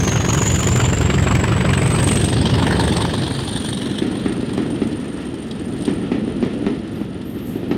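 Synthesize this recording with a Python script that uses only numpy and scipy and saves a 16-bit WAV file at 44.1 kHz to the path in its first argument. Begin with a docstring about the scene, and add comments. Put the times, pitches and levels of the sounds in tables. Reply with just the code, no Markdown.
"""An eight-cylinder diesel locomotive pulls hard past a grassy bank and draws away. Its exhaust is a
periodic pulse train: the pipe booms at harmonics of the engine cycle, and each puff of turbulent gas
chugs, barks and hisses. The same pulses modulate the blade tone of the turbocharger as it winds up.
The engine fades and the coaches follow: rough treads excite a rumble, wheels strike a rail joint,
and stick-slip friction makes a flange sing thinly in the curve."""
import sys
import numpy as np
from scipy import signal
from scipy.fft import rfft, irfft, next_fast_len
from scipy.io import wavfile
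from scipy.ndimage import uniform_filter1d, minimum_filter1d, map_coordinates

SR = 44100
rng = np.random.default_rng(int(sys.argv[2]) if len(sys.argv) > 2 else 0)


def transcribe(signal):
    """Save signal, clipped to [-1, 1], as a 16-bit WAV file at the path in sys.argv[1]."""
    frames = np.atleast_2d(signal).T
    limited = np.clip(frames, -1, 1)
    pcm = np.round(limited * 32767).astype(np.int16)
    wavfile.write(sys.argv[1], SR, pcm)


N = 342657
TIME = np.arange(N) / SR

# Levels in the tables are relative.
# rubs of the flange on the rail: start_s, length_s, squeal_db, scrape_db
FLANGE_RUBS = [(5.6, .2, -74, -88), (6.92, 0.1, -62, -64), (7.238, 0.34, -54.5, -64),
               (7.454, 0.048, -54, -53.5), (7.677, 0.025, -55, -63)]
# first axle of each bogie meeting the rail joint, two bogies at each coach end: start_s, level_db
BOGIE_HITS = [(2.162, -27), (2.719, -16.5), (4.019, -7), (4.577, -9), (5.877, -5.5), (6.425, -5.5),
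              (7.711, -6.5)]
# duller knocks of the running gear: start_s, level_db, clang_re_thud_db
GEAR_KNOCKS = [(3.861, -15.5, -26), (4.428, -12.5, -51), (4.733, -22, -50), (5.042, -24, -20),
               (5.338, -19.5, -39), (5.846, -27, -29), (6.276, -13, -44), (7.012, -16, -29),
               (7.556, -18.5, -32), (7.629, -15.5, -36)]
# blade tone of the turbocharger: time_s, pitch_hz
BLADE_PITCH = [(0, 6430), (.5, 7070), (1, 7490), (1.5, 7940), (2, 8440), (2.5, 8750), (3, 8910),
               (3.5, 9290), (4.2, 9240), (5, 9280), (5.8, 9230), (6.6, 9440), (7.7, 9700)]
# level of the treble, whistle and fizz alike: time_s, level_db
TREBLE_LEVEL = [(0, -25.5), (0.22, -29), (0.47, -22), (1.1, -33), (1.65, -36.5), (2.05, -26.5), (2.25, -27),
                (2.48, -43.5), (2.87, -35.5), (3.15, -43), (3.66, -36.5), (4.0, -46.5), (5.55, -51),
                (5.87, -44.5), (6.1, -55), (6.7, -54), (6.95, -58.5), (7.7, -61)]
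# reflection of the hiss off the bank: time_s, lag_ms, strength_ratio
BANK_REFLECTION = [(2.5, 0.086, 0.36), (2.85, 0.39, 0.047), (3.3, 0.36, 0.37), (4, 0.422, 0.55),
                   (4.8, 0.31, 0.082)]
# engine speed as heard: time_s, speed_rpm
ENGINE_SPEED = [(0, 702.8), (.7, 703.4), (1.4, 709.3), (2.1, 707.9), (3, 703), (3.6, 708), (4.5, 710),
                (5.8, 702), (7.8, 707)]
# exhaust puffs in one cycle of two crank turns: crank_deg, level_db
FIRING_PATTERN = [(139, -3.5), (195, -6.5), (321, -1), (380, -7.5), (496, -2.5), (551, -6), (670, -1.5),
                  (735, -5.5)]
# strong tones of the exhaust pipe, at multiples of the cycle rate: harmonic_number, level_db
PIPE_HARMONICS = [(8, -13), (9, -21), (11, -13), (12, 1.5), (14, -13), (15, -2.5), (16, 0), (17, -36),
                  (18, 1.5), (19, -2), (21, 0.5), (23, 2.5), (24, -9.5), (26, -6), (28, -3), (31, -3),
                  (33, -6), (45, -18), (49, -13), (66, -13.5), (75, -16)]
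# level of the exhaust's bark: time_s, level_db
BARK_ENVELOPE = [(0, -27.5), (0.18, -28), (0.5, -28), (1.0, -27), (1.35, -25), (1.88, -23.5), (2.3, -33),
                 (2.7, -23), (3.08, -29), (3.3, -33.5), (3.6, -36.5)]

# spectra of wheel and rail: frequency_hz, density_db
SQUEAL_SPECTRUM = [(11000, -24), (12100, -8), (12700, -5), (13300, -10), (14200, -24), (15500, -28)]  # singing flange
SCRAPE_SPECTRUM = [(4000, -23), (7000, 1), (11500, 3), (13000, -12), (15500, -18)]  # dry friction of the flange
RUMBLE_SPECTRUM = [(15, -64), (25, -43), (36, -57), (49, -10.5), (81, -10.5), (124, -4.5), (157, -5),
                   (184, 0), (237, 0), (346, -4), (387, -11), (439, -9.5), (557, -17.5), (1100, -36.5),
                   (1430, -55), (2420, -120)]  # rolling bogies
ROAR_SPECTRUM = [(300, -17.5), (700, 7.5), (1080, 2), (1330, 8), (1550, 1.5), (1820, 6.5), (2250, -0.5),
                 (2650, 3), (3150, 3), (4200, -5.5), (5500, -13), (7500, -21), (10500, -22), (15000, -57)]  # vibrating rails
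THUD_SPECTRUM = [(30, -39.5), (90, -19.5), (170, -10.5), (200, -4), (238, -1.5), (290, -1), (350, -8),
                 (388, -3.5), (435, -13.5), (520, -20), (800, -27), (1500, -43), (5000, -71.5)]  # jolted bogie
CLANG_SPECTRUM = [(400, -12.5), (750, 8), (1080, -1), (1330, 6.5), (1560, -3.5), (1820, 8.5), (2050, 3.5),
                  (2900, 1), (4200, -6.5), (6000, -16.5), (9000, -31), (14000, -65)]  # struck wheel and rail
# spectra of the exhaust gas: frequency_hz, density_db
FIZZ_SPECTRUM = [(4000, 0.5), (7000, 11.5), (10500, -1), (13000, -2), (15500, -9)]  # highest band of the jet
HISS_SIDE_SPECTRUM = [(900, -17.5), (1700, -7), (2300, -3.5), (2900, 2), (3500, -3.5), (4250, -9),
                      (4680, -9), (5200, -13.5), (7500, -25.5), (10000, -19.5), (15000, -74)]  # jet from the side
HISS_REAR_SPECTRUM = [(1500, -40), (2400, -9.5), (3200, 4), (3550, 1), (4300, -3), (4850, -5), (5500, -9),
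                      (6800, -20.5), (8000, -11.5), (15000, -38.5)]  # jet from behind
BARK_SIDE_SPECTRUM = [(300, -19), (550, -0.5), (780, -7.5), (950, -0.5), (1300, -4), (1800, -5),
                      (2600, -9.5), (5000, -47.5)]  # turbulent puff from the side
BARK_REAR_SPECTRUM = [(300, -25), (520, 3), (720, -4), (900, 4.5), (1300, -6), (1550, -2.5), (1730, 0),
                      (2050, -8), (2600, -13), (5000, -41.5)]  # turbulent puff from behind
CHUG_SPECTRUM = [(20, -48), (55, -7), (110, 7), (180, 4.5), (280, 0), (400, -1), (550, -10), (800, -11.5),
                 (1500, -60), (4000, -100)]  # low push of a puff


def amp(db):
    """Amplitude ratio of a level in decibels."""
    return 10 ** (np.asarray(db) / 20)


def unit(x):
    """Normalisation to rms 1."""
    return x / np.sqrt(np.mean(x ** 2) + 1e-20)


def curves(rows):
    """Linear interpolation: one value per sample for each column after the time."""
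    times, *columns = np.transpose(rows)
    return [np.interp(TIME, times, column) for column in columns]


def wobble(rate_hz):
    """Smooth random modulation: a spline through rate_hz random knots a second."""
    return map_coordinates(rng.standard_normal(int(N * rate_hz / SR) + 4), [TIME * rate_hz])


def delayed(x, lag_s):
    """Pure time delay."""
    return np.pad(x, (round(lag_s * SR), 0))[:N]


def colour(x, spectrum):
    """Minimum-phase filter: folding the cepstrum gives a causal response with the given spectrum."""
    size = 2 * next_fast_len(N // 2 + SR // 4)
    hz, db = np.transpose(spectrum)
    gain = amp(np.interp(np.log(np.fft.rfftfreq(size, 1 / SR) + 1), np.log(hz), db))
    cepstrum = irfft(np.log(gain), size)
    cepstrum[1:size // 2] *= 2
    cepstrum[size // 2 + 1:] = 0
    return irfft(rfft(x, size) * np.exp(rfft(cepstrum)), size)[:N]


def noise(spectrum):
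    """Filtered Gaussian noise of rms 1."""
    return unit(colour(rng.standard_normal(N), spectrum))


def impulses(times_s, sizes):
    """Impulse train: one spike for each event."""
    at = np.round(np.asarray(times_s) * SR).astype(int)
    inside = (at >= 0) & (at < N)
    return np.bincount(at[inside], np.asarray(sizes)[inside], N)


def bursts(spikes, rise_s, fall_s):
    """Convolution: each spike becomes a swell of its own height that decays exponentially."""
    t = TIME[:SR // 2]
    shape = (1 - np.exp(-t / rise_s)) * np.exp(-t / fall_s)
    return signal.fftconvolve(spikes, shape / shape.max())[:N]


def puffs(spikes, rise_s, fall_s, steady, scatter_db):
    """Pulsating flow of rms 1: rounded swells of uneven strength over a steady stream."""
    swells = bursts(spikes * amp(scatter_db * rng.standard_normal(N)), rise_s, fall_s)
    return unit(steady + uniform_filter1d(swells, size=280))


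def from_behind(start_s=1.85, length_s=0.84):
    """Directivity crossfade: 0 while the locomotive is heard from the side, 1 from behind."""
    return np.clip((TIME - start_s) / length_s, 0, 1)


def receding(near_db, rear_db, drop_db, drop_s, ramp_s, fade_db_per_s):
    """Amplitude envelope: the engine holds its level, then drops and fades as it draws away."""
    dropped = (1 + np.tanh((TIME - drop_s) / ramp_s)) / 2
    fade_db = fade_db_per_s * np.maximum(TIME - drop_s, 0)
    swell_db = 11 * np.exp(-((TIME - 5.85) / 0.057) ** 2)  # the distant engine swells once, briefly
    return amp(near_db + rear_db * from_behind() - drop_db * dropped - fade_db + swell_db)


def flange(pitch_hz=12730, attack_s=0.017, release_s=0.037):
    """Stick-slip friction: a flange rubs the rail in the curve, a thin squeal over a dry scrape."""
    hz = pitch_hz + 130 * wobble(45) + 150 * wobble(600)
    note = unit(np.sin(2 * np.pi * np.cumsum(hz) / SR))
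    squeal = noise(SQUEAL_SPECTRUM) + amp(-6 + 4.3 * wobble(20)) * note
    scrape = noise(SCRAPE_SPECTRUM)
    rubs = np.zeros(N)
    for start_s, length_s, squeal_db, scrape_db in FLANGE_RUBS:
        attack = np.clip((TIME - start_s) / attack_s, 0, 1)
        release = np.exp(-np.maximum(TIME - start_s - length_s, 0) / release_s)
        rubs += attack * release * (amp(squeal_db) * squeal + amp(scrape_db) * scrape)
    return rubs * amp(1.2 * wobble(100))


def rolling(knocks_per_s=97, rumble_db=-25.0, roar_db=-35.5, roar_fade_db_per_s=1.0):
    """Roughness excitation: treads shake the bogies and make the rails roar, swelling as each passes."""
    abeam_s = np.transpose(BOGIE_HITS)[0] + 0.15  # a bogie's middle passes just after its first axle
    near_s = 0.32  # distance to the track over train speed
    intensities = 1 / (1 + ((TIME - abeam_s[:, None]) / near_s) ** 2)  # inverse-square law
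    nearness = np.sqrt(intensities.sum(axis=0))
    when, force = rng.random((int(knocks_per_s * N / SR), 2)).T
    knocks = unit(colour(impulses(when * N / SR, force - .5), THUD_SPECTRUM))
    rumble = amp(rumble_db) * nearness * (noise(RUMBLE_SPECTRUM) + amp(-5.5) * knocks)
    roar_gain = amp(roar_db - roar_fade_db_per_s * TIME + wobble(25)) * nearness ** 0.46
    return rumble + roar_gain * noise(ROAR_SPECTRUM)


def rail_joint(axle_lag_s=.239, rebound_s=.035, rebound_db=-12, clang_db=-25):
    """Impact excitation: each axle thuds and clangs at the gap; the running gear shudders and knocks."""
    hit_s, hit_db = np.transpose(BOGIE_HITS)
    knock_s, knock_db, knock_clang_db = np.transpose(GEAR_KNOCKS)
    wheels = impulses(hit_s, amp(hit_db)) + impulses(hit_s + axle_lag_s, amp(hit_db))
    rebounds = amp(rebound_db) * delayed(wheels, rebound_s)  # the bogie drops back on its springs
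    blows = delayed(wheels + rebounds + impulses(knock_s, amp(knock_db)), lag_s=0.00237)
    clangs = amp(clang_db) * wheels + impulses(knock_s, amp(knock_db + knock_clang_db))
    response_peak = abs(colour(impulses([0], [1]), THUD_SPECTRUM)).max()
    thud = colour(blows, THUD_SPECTRUM) / response_peak
    shudder = bursts(blows, rise_s=0.0019, fall_s=0.035) * noise(THUD_SPECTRUM)
    strike = amp(3.5) * bursts(clangs, rise_s=0.00077, fall_s=0.0065)
    ring = amp(-6.5) * bursts(clangs, rise_s=0.011, fall_s=0.07)
    return amp(3.5) * thud + amp(-12.0) * shudder + (strike + ring) * noise(CLANG_SPECTRUM)


def firings(cycle, scatter_db, jitter_s):
    """Nearly periodic excitation: a spike for each exhaust valve that opens, each a little different."""
    degrees, db = np.transpose(FIRING_PATTERN)
    due = (np.arange(-1, int(cycle[-1]) + 1)[:, None] + degrees / 720).ravel()
    timing, strength = rng.standard_normal((len(due), 2)).T
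    times_s = np.interp(due, cycle, TIME, left=-1, right=-1) + jitter_s * timing
    return impulses(times_s, amp(np.resize(db, len(due)) + scatter_db * strength))


def accented(cycle, spikes, accent_db, full_s=7.8):
    """Amplitude modulation at crank rate: the hardest puff of each turn stands out more with time."""
    hardest = FIRING_PATTERN[2][0] / 720
    depth_db = accent_db * np.minimum(TIME / full_s, 1)
    return spikes * amp(depth_db * np.cos(4 * np.pi * (cycle - hardest)))


def turbulence(side_spectrum, rear_spectrum, patchy_db=2.5):
    """Directional gas noise: its colour flickers at random and turns from the side to the rear."""
    angle = from_behind() * np.pi / 2
    gas = np.cos(angle) * noise(side_spectrum) + np.sin(angle) * noise(rear_spectrum)
    frames = signal.stft(gas, nperseg=512)[2]
    patches = uniform_filter1d(rng.standard_normal(frames.shape), size=4, axis=0)  # across frequency
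    patches = unit(uniform_filter1d(patches, size=6, axis=1))  # across time
    return unit(signal.istft(frames * amp(patchy_db * patches), nperseg=512)[1][:N])


def turbocharger(spikes, sag_hz=484, blur_hz=157.6, flutter_db=4.0, skirt_hz=561):
    """Modulation of a blade tone: it leaves through the exhaust, louder and flatter with each puff."""
    pitch_hz, = curves(BLADE_PITCH)
    treble_db, = curves(TREBLE_LEVEL)
    puff = puffs(spikes, rise_s=0.00116, fall_s=.006, steady=0.069, scatter_db=1.0)
    plume = np.interp(TIME, [1.5, 3], [.6, 1.15])  # from behind, the tone crosses more of the hot plume
    hz = pitch_hz - plume * sag_hz * np.tanh(puff / 2) + plume * blur_hz * wobble(450)
    phase = 2 * np.pi * np.cumsum(hz) / SR
    skirt = plume * wobble(2 * skirt_hz)  # turbulence scatters part of the tone into sidebands
    tone = (1 + skirt) * (np.sin(phase) + amp(-31) * np.sin(2 * phase))
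    return amp(treble_db - 0.24) * unit(tone * (1 + puff) * amp(flutter_db * wobble(220)))


def stack_jet(cycle, spikes, fizz_db=-10.5, fizz_rise_db_per_s=0.4):
    """Two-path interference: pulsed jet hiss meets its inverted, grazing reflection off the bank."""
    treble_db, = curves(TREBLE_LEVEL)
    lag_ms, strength = curves(BANK_REFLECTION)
    gain = receding(near_db=-32, rear_db=3, drop_db=17.5, drop_s=3.92, ramp_s=0.62, fade_db_per_s=3)
    # from the side, the hiss follows a share of the treble's swing
    swing_db = 0.22 * (1 - from_behind()) * (treble_db - treble_db[0] + 3.0)
    beats = accented(cycle, spikes, accent_db=2.5) ** 1.36
    flow = puffs(beats, rise_s=0.0011, fall_s=0.0048, steady=0.27, scatter_db=3.2)
    hiss = gain * amp(swing_db) * flow * turbulence(HISS_SIDE_SPECTRUM, HISS_REAR_SPECTRUM)
    reflection = map_coordinates(hiss, [(TIME - lag_ms / 1000) * SR])
    fizz = amp(treble_db + fizz_db + fizz_rise_db_per_s * TIME) * noise(FIZZ_SPECTRUM)
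    fizz *= puffs(spikes, rise_s=.001, fall_s=0.0034, steady=0.15, scatter_db=3.5)
    return hiss - strength * reflection + fizz


def exhaust_boom(cycle, lead_cycles=.012, waver_db=2.35, peak_s=1.24, fall_db_per_s=1.5):
    """Fourier series: the pipe's deep tones are cycle harmonics, phased by the firing pattern."""
    degrees, db = np.transpose(FIRING_PATTERN)
    tones = np.zeros(N)
    for harmonic, level_db in PIPE_HARMONICS:
        coefficient = np.sum(amp(db) * np.exp(-2j * np.pi * harmonic * degrees / 720))
        phase = 2 * np.pi * harmonic * (cycle + lead_cycles) + np.angle(coefficient)
        tones += amp(level_db + waver_db * wobble(5.27)) * np.cos(phase)
    gain = receding(near_db=-15, rear_db=0, drop_db=15.5, drop_s=3.39, ramp_s=0.42, fade_db_per_s=.1)
    carry = amp(-fall_db_per_s * abs(TIME - peak_s))  # the deep tones carry best at peak_s
    return gain * carry * unit(tones)


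def exhaust_chug(spikes, flow, lead_s=0.00497):
    """Pressure pulse: the front of each puff outruns the churning gas, and both give a low push."""
    fronts = colour(np.roll(spikes ** 1.7, -round(lead_s * SR)), CHUG_SPECTRUM)
    churn = colour((.5 + flow) * rng.standard_normal(N), CHUG_SPECTRUM)
    gain = receding(near_db=-21, rear_db=2, drop_db=13.5, drop_s=3.33, ramp_s=0.44, fade_db_per_s=5)
    return gain * (amp(-2.5) * unit(fronts) + amp(-2.0) * unit(churn))


def exhaust_bark(cycle, spikes, flow, split_hz=1200, fade_db_per_s=7.7):
    """Turbulent jet noise: each puff barks, brightening as the gas gathers speed."""
    gas = turbulence(BARK_SIDE_SPECTRUM, BARK_REAR_SPECTRUM)
    dull = signal.sosfiltfilt(signal.butter(3, split_hz, fs=SR, output="sos"), gas)
    bright = gas - dull
    beats = accented(cycle, spikes, accent_db=1.0) ** 1.8
    crest = amp(0.7) * puffs(beats, rise_s=0.0055, fall_s=0.003, steady=0.15, scatter_db=1.4)
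    level_db, = curves(BARK_ENVELOPE)
    fade_db = fade_db_per_s * np.maximum(TIME - BARK_ENVELOPE[-1][0], 0)
    return amp(level_db - 0.6 - fade_db) * (flow * dull + crest * bright)


def scene():
    """Superposition: the coaches add to the engine sounds, which all keep time with one crankshaft."""
    speed_rpm, = curves(ENGINE_SPEED)
    cycle = np.cumsum(speed_rpm) / (120 * SR)  # engine cycles elapsed, two crank turns each
    spikes = firings(cycle, scatter_db=1.55, jitter_s=0.0004)
    whistle = turbocharger(spikes)
    hiss = stack_jet(cycle, spikes)
    wheels = rolling()
    boom = exhaust_boom(cycle)
    flow = puffs(spikes ** 1.5, rise_s=0.001, fall_s=0.0035, steady=0.17, scatter_db=0.5)
    exhaust = boom + exhaust_chug(spikes, flow) + exhaust_bark(cycle, spikes, flow)
    return (rail_joint() + flange() + wheels + whistle + hiss + exhaust)[None]


def record(dry):
    """Peak and band limiting: a fast gain dip holds the peaks down, then a low-pass cuts the top."""
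    ceiling, top_hz = .52, 15800
    needed = np.minimum(1, ceiling / (abs(dry) + 1e-9))
    gain = uniform_filter1d(minimum_filter1d(needed, size=133), size=133)  # 3 ms windows
    size = next_fast_len(N + SR // 4)
    passband = np.fft.rfftfreq(size, 1 / SR) < top_hz
    return irfft(rfft(dry * gain, size) * passband, size)[:, :N]


dry = scene()
out = record(dry)
transcribe(out)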